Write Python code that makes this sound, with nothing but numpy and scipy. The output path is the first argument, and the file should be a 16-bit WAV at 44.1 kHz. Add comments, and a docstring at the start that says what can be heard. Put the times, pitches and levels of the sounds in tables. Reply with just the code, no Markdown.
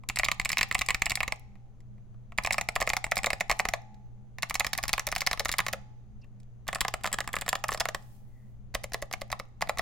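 """A small clicky keyboard on a cloth on a wooden desk, in a small room, heard by a pair of microphones.
One hand types four fast bursts, touching keycaps between them; a fingertip makes two faint ticks before the
fourth, then the hand hisses over the cloth and one finger presses side keys slowly, six times in all.
Struck modes make keycap, case, switch and leaf; a steel plate sings on as decaying tones, the desk thuds and
noise tails are the room. Mains hum, air noise and a faint whine lie underneath throughout."""
import sys
import numpy as np
from scipy import signal
from scipy.fft import rfft, irfft, next_fast_len
from scipy.io import wavfile
from scipy.ndimage import uniform_filter1d, map_coordinates

SR = 44100
rng = np.random.default_rng(int(sys.argv[2]) if len(sys.argv) > 2 else 0)


def int16_out(signal):
    """Quantize to a 16-bit WAV file."""
    q = np.round(np.clip(np.atleast_2d(signal).T, -1, 1) * 32767)
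    wavfile.write(sys.argv[1], SR, q.astype(np.int16))


N = 432621

# Bright ticks, mostly the switch leaf snapping over. Each row: time in seconds, switch level in dB.
LEAF_SNAPS = [(0.0884, -30), (0.1594, -32), (0.188, -26), (0.249, -26.5), (0.4491, -30.5), (0.492, -28.5),
              (0.5177, -29.5), (0.5826, -24), (0.7465, -28.5), (0.7911, -30), (0.8625, -40.5),
              (1.0577, -28), (1.0971, -31), (1.1548, -26.5), (2.378, -38.5), (2.436, -40), (2.53, -28.5),
              (2.755, -35), (2.81, -33), (2.868, -43.5), (2.892, -29.5), (3.114, -35), (3.157, -38),
              (3.178, -30.5), (3.4013, -43), (3.592, -31.5), (4.424, -34), (4.4977, -34.5), (4.543, -31),
              (4.7333, -31.5), (4.7774, -33), (4.829, -37), (4.881, -30.5), (5.0687, -29), (5.117, -33.5),
              (5.1517, -36), (5.181, -36), (5.2068, -29), (5.3956, -25), (5.4493, -36), (5.484, -39),
              (5.5163, -30.5), (5.525, -31), (5.584, -25.5), (5.7292, -35), (6.6798, -33.5),
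              (6.7483, -32.5), (6.8074, -24), (7.036, -39), (7.1286, -27), (7.331, -37), (7.355, -37.5),
              (7.412, -35), (7.49, -24.5), (7.6831, -36), (7.7072, -42), (7.7371, -40), (7.7999, -29.5)]
# Keys hitting bottom or top in the fast bursts, and one faint knock among the slow presses.
# Each row: time in seconds, keycap energy in dB, hardness (switch over keycap) in dB.
KEY_TAPS = [(0.0982, -27.5, -9.5), (0.171, -27, -13.5), (.196, -22, -12), (0.2334, -20.5, -35),
            (0.245, -34, 5), (0.261, -33, -17), (0.2853, -21.5, -14.5), (0.3159, -23.5, -4.5),
            (0.3979, -22.5, -9), (.4147, -38.5, -4.5), (0.4563, -24, -10.5), (.501, -26, -11),
            (0.5297, -26, -5.5), (0.5711, -22, -17.5), (.59, -25, -18.5), (.611, -19.5, -10),
            (0.63, -22.5, -3.5), (0.7126, -22.5, -17.5), (0.7247, -41.5, 4.5), (0.751, -20, -19),
            (0.7816, -42, -1), (0.8114, -27, -8), (0.817, -24.5, -5), (0.8867, -22.5, -7),
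            (.896, -27.5, -15.5), (0.9055, -21, -9.5), (0.9456, -24, -5), (1.0199, -19.5, -8.5),
            (1.065, -23.5, -19), (1.1055, -30, 0.5), (1.118, -24.5, -10.5), (1.173, -30.5, -17.5),
            (1.205, -22, -16.5), (1.231, -25, -11), (1.279, -29, -8), (1.3225, -25, -8.5),
            (2.385, -20, -15.5), (2.448, -25.5, -12), (2.4621, -38.5, 5.5), (2.4724, -27, -10),
            (2.5075, -20.5, -19.5), (2.5246, -40.5, 9.5), (2.543, -31, -7), (2.5818, -22.5, -9.5),
            (2.6116, -29, -3), (2.6878, -24, -8), (2.7616, -23, -13.5), (2.803, -34, -2.5),
            (2.8162, -24.5, -16), (2.8253, -29.5, -4), (2.8746, -23.5, -15.5), (2.901, -24, -7),
            (2.934, -24, -9), (2.967, -25.5, -2.5), (3.042, -25, -8), (3.0657, -39.5, -10.5),
            (3.1187, -20.5, -13), (3.1687, -25.5, -6.5), (3.1883, -28.5, -13.5), (3.2332, -35.5, -1.5),
            (3.2435, -23, -14.5), (3.261, -35, 9.5), (3.268, -25.5, -10.5), (3.3037, -24, -8.5),
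            (3.3315, -26, -6), (3.4075, -22, -9), (3.497, -24.5, -7.5), (3.5033, -24, -15.5),
            (3.5135, -23.5, -4.5), (3.524, -32, -7.5), (3.5964, -20.5, -26), (3.6014, -28, -5),
            (3.6531, -26, -11), (3.6872, -27.5, -3), (3.7365, -24, -7.5), (4.3847, -38, -9),
            (4.4306, -24, -8.5), (4.508, -29.5, -13.5), (4.5537, -26.5, -3), (4.5973, -34.5, 11),
            (4.6055, -22, -14.5), (4.6462, -26.5, -9), (4.6667, -30.5, 0.5), (4.732, -28.5, -0.5),
            (4.7504, -37.5, -8), (4.7855, -28, -10), (4.8372, -29, -2.5), (4.854, -42.5, -2.5),
            (4.8925, -29, -4), (4.9313, -30.5, 8), (4.9362, -24, -4), (4.9798, -27.5, -13.5),
            (4.9948, -28.5, -0.5), (5.0745, -32, -24), (5.088, -38.5, -1), (5.125, -27.5, -13.5),
            (5.1623, -25.5, -7), (5.2174, -26.5, -8), (5.2651, -32, 6), (5.2719, -21, -3.5),
            (5.3124, -27.5, -3), (5.331, -28, -1), (5.375, -39.5, -12), (5.4042, -31.5, -10),
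            (5.456, -26.5, -4), (5.492, -26.5, -6.5), (5.539, -28, -14), (5.591, -21.5, -18),
            (5.6029, -25, -9), (5.6654, -29, -6.5), (5.6834, -29, -4.5), (5.7334, -29.5, -5.5),
            (6.6865, -28.5, -23), (6.7294, -30.5, -10), (6.7562, -30.5, -8), (6.8138, -26.5, -3.5),
            (6.8495, -27.5, -21), (6.882, -31.5, 0.5), (6.9394, -28, -5), (7.0435, -28.5, -11.5),
            (7.056, -29.5, -11.5), (7.0633, -37.5, 3.5), (7.0738, -34, -0.5), (7.1373, -31.5, -6),
            (7.142, -32, 0.5), (7.1866, -27, -13.5), (7.2049, -27.5, -5.5), (7.2758, -33, -4.5),
            (7.3393, -27, -19.5), (7.366, -27, -19), (7.419, -32.5, -8.5), (7.463, -39.5, -4.5),
            (7.48, -29.5, -9), (7.5291, -24.5, -12.5), (7.5538, -30, -2), (7.6397, -28, -5),
            (7.6898, -27.5, -22), (7.7188, -32, -11), (7.7268, -39, 2.5), (7.7462, -32.5, -4),
            (7.775, -43.5, 3), (7.8047, -31, 5.5), (7.811, -28, -21), (7.8552, -27.5, -13),
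            (7.8873, -30, -3.5), (7.947, -28.5, -6), (9.673, -44.5, -9)]
# One finger slowly pressing side keys. Each row: bottoming time in seconds, keycap level in dB,
# travel in seconds, hold in seconds, return over bottoming in dB.
SLOW_PRESSES = [(8.751, -26.5, 0.0095, 0.09, -7.5), (8.944, -28.5, .0238, 0.08, -6.5),
                (9.137, -28.5, .0245, .08, -8), (9.327, -29, 0.025, 0.071, -7.5),
                (9.6226, -26, 0.013, .0716, -1), (9.793, -25.5, 0.02, 0.053, -7)]
# A fingertip settling on or leaving a keycap. Each row: time in seconds, keycap level in dB, hardness in dB.
TOUCHES = [(0.0362, -54.5, -14.5), (1.555, -60.5, -12), (1.8048, -67, -0.5), (1.981, -70, -21),
           (2.144, -82, -30), (2.321, -49.5, -14), (3.944, -71.5, 6), (6.244, -64, -10), (6.4017, -72, 8),
           (6.432, -75, 5), (6.669, -49.5, -14.5), (6.785, -48, -19), (7.011, -55, -18.5),
           (7.117, -44, -13), (7.243, -45.5, -14), (7.289, -40, -14), (7.387, -41, 0)]
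# Strokes that also boom in the hollow of the case. Each row: time in seconds, level in dB.
THOCKS = [(5.074, -30.5), (5.402, -27.5), (5.735, -30), (7.805, -41), ]
# The keys under the fingers. Each row: time in seconds, upper keycap modes in dB, leaf brightness in dB,
# top switch mode in dB, upper case modes in dB, keycap pitch factor, middle switch modes in dB,
# lowest switch mode in Hz, case pitch factor, case energy at a usual blow in dB.
KEY_ROWS = [(0.7, 5.5, -8.5, 1.5, 7, 0.95, -4.5, 3900, 0.98, -37),
            (2.998, 6, -5, 3.5, -2.5, 0.9, -1.5, 3800, 0.99, -31.5),
            (5.0, 2, -2.5, -5.5, 4, 0.93, -3, 4000, 1.01, -33),
            (7.3, -1, -5, 7, 5.5, 0.89, -3.5, 3250, 0.99, -29.5),
            (9.1, -2, -1, -13.5, -0.5, 0.98, -1.5, 4100, 0.992, -28.5),
            (9.7, 6.5, -13, -12, 0, 0.86, -5, 3700, 1.024, -25)]
# Modes of the parts, before pitch factors and scatter. 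Each row: frequency in Hz, width in Hz, level in dB.
LEAF_MODES = [(10060, 740, 5.5), (11840, 380, 0), (14000, 1700, -6)]
CAP_MODES = [(1934, 416, -5), (2336, 454, -3.5), (2690, 680, -9.5)]
CASE_MODES = [(567, 210, -2.5), (749, 129, 2), (1112, 170, -2), (1306, 230, -6)]
SWITCH_MODES = [(5300, 710, 6.5), (6270, 1600, 2), (7545, 920, 0.5)]
SPRING_MODES = [(7420, 80, -10)]
HOLLOW_MODES = [(543, 54, 0)]  # the hollow of the case
CRACK_MODES = [(6600, 12000, 0)]  # the bare crack of plastic on plastic
TRAY_MODES = [(176, 35, 2.5)]  # the case floor
# The lowest switch mode, its pitch set by the key: width in Hz, level in dB.
LOW_SWITCH = (900, 0.5)
# The desk top's sway. Each row: frequency in Hz, width in Hz, level in dB.
DESK_MODES = [(32.2, 26.8, 0.0031)]
# The steel plate. Each row: frequency in Hz, 60 dB decay time in seconds.
PLATE_MODES = [(785, 1.3), (807, .7), (851, 1.05)]
# How each entry of KEY_ROWS rings the plate. 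Each row: every plate mode in turn, in dB over case energy.
PLATE_BY_ROW = [(-34, -50, -41), (-35, -50, -36), (-38, -50, -36), (-45, -35, -46), (-41, -35, -46),
                (-46, -44, -48)]
# The keys at the two microphones. Each row: frequency in Hz, left over right in dB.
SIDE_BALANCE = [(200, 2), (900, -1), (5200, -3), (8200, 5), (10500, 1), (14000, -3)]
# Each row: frequency in Hz, lead of the left microphone in radians.
LEFT_LEAD = [(300, 0.13), (4500, 0.31), (6600, 1.6), (9000, 0.33), (15500, 0.17)]
# The lingering room tail. Each row: frequency in Hz, 60 dB decay time in seconds.
ROOM_DECAY = [(500, 0.72), (2500, 0.72), (6000, 0.94), (15000, 0.028)]
# Strength of the room's answer. Each row: frequency in Hz, relative level in dB.
ROOM_TONE = [(500, 4.5), (1200, 2.5), (2200, -2), (3300, -0.5), (5000, -5.5), (9000, -5), (15000, 5.5)]
# The hand shifting over the cloth. Each row: time in seconds, hiss level in dB.
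CLOTH_HISS = [(7.95, -69), (8.16, -66.5), (8.239, -77), (8.5, -79), (8.7, -99)]
# Two faint fingertip ticks, then one squeak of skin on the cloth. Each row: middle in seconds,
# length in seconds, frequency in Hz, width in Hz of the resonance that is applied twice, noise level in dB.
TICKS_AND_SQUEAK = [(6.221, .012, 5000, 1300, -68), (6.238, .024, 2700, 300, -64),
                    (8.39, .2, 1950, 180, -76)]
# Mains hum, before a small tilt between the sides. Each row: frequency in Hz, rms level in dB,
# lead of the left microphone in radians, level waver in dB, phase waver in radians.
HUM_TONES = [(59.3, -63, .5, 4, 0.66), (119.8, -52.5, -1, 2, .45), (204.4, -66, 0.92, 4.5, 1.3)]
# Colour of the air noise. Each row: frequency in Hz, relative density in dB per Hz.
AIR_COLOUR = [(20, -0.5), (62, -14.5), (80, -22.5), (100, -8.5), (150, -24.5), (205, -20), (270, -29.5),
              (740, -37), (950, -42.5), (6000, -61.5), (16000, -69.5)]
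# Air noise at the two microphones. Each row: frequency in Hz, left-right likeness (correlation).
AIR_LIKENESS = [(60, -0.078), (110, 0.72), (7000, 0.28)]
# A faint steady whine, each resonance applied twice. Each row: frequency in Hz, width in Hz, level in dB.
WHINE_MODES = [(6100, 280, -2), (6860, 200, -3)]
# A dip in the microphone's response: frequency in Hz, width in Hz, depth from 0 to 1.
MIC_NOTCH = (1600, 120, 0.3)

TOP_HZ = 16200  # the band limit
# a slow press: finger landing over bottoming, snap ahead of bottoming as a share of travel, snap level
LAND_DB, SNAP_SHARE, SNAP_DB = -15, .4, -7
DOWN_HARD_DB, UP_HARD_DB = -9.5, -6  # hardness of bottoming, and of landing and return
BACK_SNAP_S, BACK_SNAP_DB = 0.0049, -19  # the leaf snaps back just before the key tops out
TOUCH_CASE_DB, TOUCH_DULL = -13, 0.96  # softer touches move the case more
USUAL_DB, CASE_FOLLOWS, CASE_SCATTER_DB = -29.5, 0.89, 2.5  # the case swings less than the keycap
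LEAF_DB = -13  # leaf under switch when a key knocks
SNAP_CAP_DB, SNAP_CASE_DB, SNAP_LEAF_DB = -5.5, -17, -4  # under the switch when the leaf snaps
SNAP_BUZZ = 1.5  # a snap rattles this many times longer than a knock, and looser in the switch
CRACK_DB = -11  # under the switch
ROOM_DB, ROOM_CRACK_DB = -17.5, 0  # the crack spreads evenly, so the walls get more of it
# the stem rubs its guide: level, 60 dB rise before and 60 dB fall after a blow
SCRAPE_DB, RUN_UP_S, DRAG_S = -7.5, 0.0034, 0.055
DRAG_DROP = 0.11  # the drag starts this share of 60 dB lower
RETURN_BOOM_DB = -0.5  # a side key booms as it tops out, over its keycap level
SMALL_HZ = 330  # the small case radiates little below this
RATTLES = 3  # ticks of a loose keycap after each blow
AIR_DB, WHINE_DB = -49.5, -89.0


def amp(db):
    """Gain of a level in dB."""
    return 10 ** (np.asarray(db) / 20)


def unit(x):
    """Scale to rms 1."""
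    return x / np.sqrt(np.mean(x ** 2) + 1e-20)


def along(points, hz):
    """Read (Hz, value) points on a log frequency axis."""
    f, v = np.transpose(points)
    return np.interp(np.log(hz + 1), np.log(f + 1), v)


def resonances(modes, hz, gains=None):
    """Causal response of a set of damped modes with alternating sign; gains reweight each of them."""
    gains = np.ones(len(modes)) if gains is None else gains
    return sum((-1) ** k * gains[k] * amp(db) * 1j * hz * w / (c * c - hz * hz + 1j * hz * w)
               for k, (c, w, db) in enumerate(modes))


def filtered(x, response):
    """Shape x by a complex response of frequency."""
    m = next_fast_len(N + SR)
    return irfft(rfft(x, m) * response(np.fft.rfftfreq(m, 1 / SR)), m)[..., :N]


def waver(rate_hz):
    """Smooth random curve through about rate_hz random points a second."""
    t = np.arange(N) / SR
    return map_coordinates(rng.standard_normal(N // 1000), [t * rate_hz])


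def keys():
    """Keycap, case, switch and leaf ring together at each contact; plate and spring ring along."""
    s, cap_db, case_db, switch_db, leaf_db, snaps = contacts()
    buzz = SNAP_BUZZ ** snaps[:, None]
    (when, upper_db, bright_db, top_db, thin_db, pitch,
     middle_db, low_hz, case_pitch) = np.transpose(KEY_ROWS)[:-1]
    by_row = lambda column: np.interp(s, when, column)[:, None]
    case_db = case_db + CASE_SCATTER_DB * rng.standard_normal(len(s))
    upper, top, thin, middle = amp([by_row(db) for db in (upper_db, top_db, thin_db, middle_db)])
    even = np.ones_like(top)
    cap = struck(CAP_MODES, s, cap_db, 0.016, loose=0.093, detune=0.0093, scatter_db=0.0, aside=0.06,
                 weights=np.array([even, upper, upper]), pitch=by_row(pitch))
    # keys with weak upper keycap modes ring the lowest case mode more
    case_weights = np.array([1 / np.sqrt(upper), even, thin, thin])
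    case = struck(CASE_MODES, s, case_db, 0.05, loose=0.045, detune=0.0082, scatter_db=2, aside=0.042,
                  weights=case_weights, pitch=by_row(case_pitch))
    switch_modes = [(by_row(low_hz), *LOW_SWITCH)] + list(SWITCH_MODES)
    switch = struck(switch_modes, s, switch_db, 0.012 * buzz, loose=0.22 * buzz, detune=0.03,
                    scatter_db=2.5, aside=0.3, weights=np.array([even, middle, middle, top]))
    leaf_db = leaf_db + np.interp(s, when, bright_db) + 3 * rng.standard_normal(len(s))
    leaf = struck(LEAF_MODES, s, leaf_db, 0.0042 * buzz, loose=0.32, detune=0.034, scatter_db=3.0, aside=0.25)
    crack = struck(CRACK_MODES, s, switch_db + CRACK_DB, 0.0045, loose=0.12, detune=0.12,
                   scatter_db=1.5, aside=0.22)
    thock = struck(HOLLOW_MODES, *booms(), 0.048, loose=0.067, detune=0.021, scatter_db=0, aside=.04)
    board = cap + case + switch + leaf + crack + thock + wobbles(s, cap_db)
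    board = filtered(board, lambda hz: (1j * hz / (SMALL_HZ + 1j * hz)) ** 2)
    spring = filtered(board, lambda hz: resonances(SPRING_MODES, hz))
    return board + plate(s, case_db, when) + spring, crack


def contacts():
    """All contacts as columns (s, keycap, case, switch, leaf dB, 1 for a snap); snaps hardly move the case."""
    down_s, db, travel, held, up_db = np.transpose(SLOW_PRESSES)
    landing = (down_s - travel, db + LAND_DB, UP_HARD_DB)
    bottoming = (down_s, db, DOWN_HARD_DB)
    topping = (down_s + held, db + up_db, UP_HARD_DB)
    slow = [np.broadcast_arrays(*step) for step in (landing, bottoming, topping)]
    s, cap, hard = np.hstack([np.transpose(KEY_TAPS)] + slow)
    row = np.transpose(KEY_ROWS)
    case = np.interp(s, row[0], row[-1]) + CASE_FOLLOWS * (cap - USUAL_DB)
    touch_s, touch, soft = np.transpose(TOUCHES)
    touch_case = touch + TOUCH_CASE_DB - TOUCH_DULL * soft
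    s, cap, case, hard = np.hstack([[s, cap, case, hard], [touch_s, touch, touch_case, soft]])
    snap_s, snap = np.hstack([np.transpose(LEAF_SNAPS),
                              [down_s - SNAP_SHARE * travel, db + SNAP_DB],
                              [down_s + held - BACK_SNAP_S, db + BACK_SNAP_DB]])
    knocks = [s, cap, case, cap + hard, cap + hard + LEAF_DB, np.zeros_like(s)]
    snaps = [snap_s, snap + SNAP_CAP_DB, snap + SNAP_CASE_DB, snap, snap + SNAP_LEAF_DB, np.ones_like(snap)]
    both = np.hstack([knocks, snaps])
    return both[:, both[0] < N / SR]


def struck(modes, s, db, contact_s, loose, detune, scatter_db, aside, weights=1, pitch=1):
    """A scraping run-up, a sharp blow and a dying, rebounding rattle drive the modes; db is energy over 5 ms."""
    size, early, count = 2560, 320, len(s)  # samples in all, samples ahead of the blow
    t = (np.arange(size) - early) / SR
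    rebound = rng.random((count, 2))  # lateness and strength
    after = t - (0.001 + .0035 * rebound[:, :1])
    rubbing = np.where(t < 0, -t / RUN_UP_S, t / DRAG_S + DRAG_DROP)
    scrape = amp(SCRAPE_DB + 4 * rng.standard_normal((count, 1)) - 60 * rubbing)
    first_rattle = (t >= 0) * amp(-60 * abs(t) / contact_s)
    second_rattle = 0.56 * rebound[:, 1:] ** 2 * (after > 0) * amp(-60 * abs(after) / contact_s)
    dying = scrape + first_rattle + second_rattle
    knock = (t == 0) + 0.35 * rebound[:, 1:] * (abs(after) < .5 / SR)
    force = rfft(knock + loose * rng.standard_normal((count, size)) * dying)
    chance = rng.standard_normal((count, 3 * len(modes) + 1)).T[:, :, None]
    strength, balance, lead = np.split(chance[:-1], 3)
    hz = np.fft.rfftfreq(size, 1 / SR) * (1 + detune * chance[-1]) / pitch
    gains = weights * amp(scatter_db * strength)
    turn = np.exp(aside * (balance + 1j * lead) / 2)  # each mode beams unevenly at the two microphones
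    ring = irfft([force * resonances(modes, hz, g) for g in (gains * turn, gains / turn)], size)
    ring *= np.hanning(2 * size)[size:]  # the ring fades out fully
    energy = np.sum(ring.mean(0) ** 2, axis=1)
    ring *= (amp(db) * np.sqrt(SR / 200 / energy))[:, None]
    at = np.round(s * SR).astype(int)[:, None] + np.arange(size)
    return np.array([np.bincount(at.ravel(), side.ravel(), N + size)[early:N + early] for side in ring])


def booms():
    """Times and levels of the strokes that reach the hollow of the case."""
    down_s, db, _, held, up_db = np.transpose(SLOW_PRESSES)
    both = np.hstack([np.transpose(THOCKS), [down_s + held, db + up_db + RETURN_BOOM_DB]])
    return both[:, both[0] < N / SR]


def wobbles(s, cap_db):
    """Loose keycaps tick faintly against their stems some while after each contact."""
    chance = rng.random((len(s), RATTLES, 2))
    delay_s = 0.0098 + 0.082 * chance[..., 0] ** 1.4
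    late_s = np.minimum(s[:, None] + delay_s, N / SR).ravel()
    tick_db = (cap_db[:, None] - 33 - 16 * chance[..., 1]).ravel()
    modes = list(CAP_MODES) + list(SWITCH_MODES) + list(CRACK_MODES)
    return struck(modes, late_s, tick_db, 0.009, loose=0.48, detune=0.048, scatter_db=10.5, aside=0.33)


def plate(s, case_db, when):
    """Every contact adds energy to each steel mode, which drains at its own rate; the tone flutters a little."""
    t, at = np.arange(N) / SR, np.round(s * SR).astype(int)
    song = 0
    for (hz, t60), by_row_db in zip(PLATE_MODES, np.transpose(PLATE_BY_ROW)):
        blows = np.bincount(at, amp(case_db + np.interp(s, when, by_row_db)) ** 2, N)[:N]
        energy = signal.lfilter([1], [1, -amp(-120 / t60 / SR)], blows)
        size = uniform_filter1d(np.sqrt(2 * energy), size=SR // 200) * amp(2.5 * waver(9))
        song = song + size * np.sin(2 * np.pi * hz * t + .5 * waver(9))
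    return song


def desk():
    """Contacts push softly through the cloth: the desk sways unlike under each microphone, the case floor thuds."""
    s, cap_db, case_db = contacts()[:3]
    at = np.round(s * SR).astype(int)
    pushes, thuds = np.zeros((2, N)), np.zeros(N)
    pushes[:, at] = amp(0.38 * cap_db + 29.0) * np.cos(rng.uniform(0, 2.52, (len(s), 2))).T
    thuds[at] = amp(0.42 * case_db + 17.5) * rng.uniform(0.058, 1, len(s))
    soft = lambda modes: lambda hz: resonances(modes, hz) / (1 + 1j * hz / 300)
    sway = filtered(pushes, soft(DESK_MODES)) * amp([[1.5], [-1.5]])  # left, right in dB
    return sway + filtered(thuds, soft(TRAY_MODES)) * amp([[1], [-1]])


def hand():
    """Highpassed noise is skin hissing over the cloth; narrow noise bands make two fingertip ticks and a squeak."""
    t = np.arange(N) / SR
    s, hiss_db = np.transpose(CLOTH_HISS)
    hiss = filtered(rng.standard_normal((2, N)), lambda hz: hz / (hz + 3000))
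    ticks_and_squeak = 0
    for mid, length, c, w, db in TICKS_AND_SQUEAK:
        band = filtered(rng.standard_normal(N), lambda hz: resonances([(c, w, 0)], hz) ** 2)
        swell = np.exp(-(2 * (t - mid) / length) ** 2)
        ticks_and_squeak = ticks_and_squeak + amp(db) * swell * unit(band)
    return amp(np.interp(t, s, hiss_db, left=-140, right=-140)) * unit(hiss) + ticks_and_squeak


def room(x):
    """Desk and near walls answer first and briefly, the whole room lingers; each frequency dies at its own speed."""
    hz, t, z = signal.stft(rng.standard_normal((2, SR * 2 // 3)), SR, nperseg=256)
    fall_db = -60 * t / along(ROOM_DECAY, hz)[:, None]
    envelope = amp(fall_db) + 4.6 * amp(3.9 * fall_db)  # lingering, then brief
    tone = amp(along(ROOM_TONE, hz))[:, None]
    tail = signal.istft(z * envelope * tone, SR, nperseg=256)[1]
    delayed = np.pad(x, ((0, 0), (200, 0)))  # samples
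    return signal.fftconvolve(delayed, tail / np.linalg.norm(tail[0]), axes=1)[:, :N]


def background():
    """Wavering mains hum and a whine of narrow noise, over air noise most alike at both microphones near 110 Hz."""
    t = np.arange(N) / SR
    hum = 0
    for hz, db, lead, waver_db, drift in HUM_TONES:
        level = np.sqrt(2) * amp(db + waver_db * waver(11))
        hum = hum + level * np.sin(2 * np.pi * hz * t + drift * waver(11) + [[lead], [0]])
    turn = lambda hz: np.arccos(np.clip(along(AIR_LIKENESS, hz), -1, 1)) / 2
    shape = lambda hz: amp(along(AIR_COLOUR, hz)) * [np.cos(turn(hz)), np.sin(turn(hz))]
    mid, side = filtered(rng.standard_normal((2, N)), shape)
    air = unit(np.array([mid + side, mid - side]))
    whine = filtered(rng.standard_normal((2, N)), lambda hz: resonances(WHINE_MODES, hz) ** 2)
    return hum * amp([[.7], [-.7]]) + amp(AIR_DB) * air + amp(WHINE_DB) * unit(whine)


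def scene():
    """The keyboard reaches the two microphones with its own balance and lead at each frequency."""
    board, crack = keys()
    half = lambda hz: amp(along(SIDE_BALANCE, hz) / 2) * np.exp(.5j * along(LEFT_LEAD, hz))
    direct = filtered(board, lambda hz: np.array([half(hz), 1 / half(hz)]))
    answer = amp(ROOM_DB) * room(board + amp(ROOM_CRACK_DB) * crack)
    return direct + desk() + hand() + answer + background()


def record(dry):
    """The microphone has one narrow dip; a steep band limit removes the very top."""
    centre_hz, width_hz, depth = MIC_NOTCH
    heard = filtered(dry, lambda hz: 1 - depth * resonances([(centre_hz, width_hz, 0)], hz))
    return filtered(heard, lambda hz: 1 / (1 + (hz / TOP_HZ) ** 150))


dry = scene()
out = record(dry)
int16_out(out)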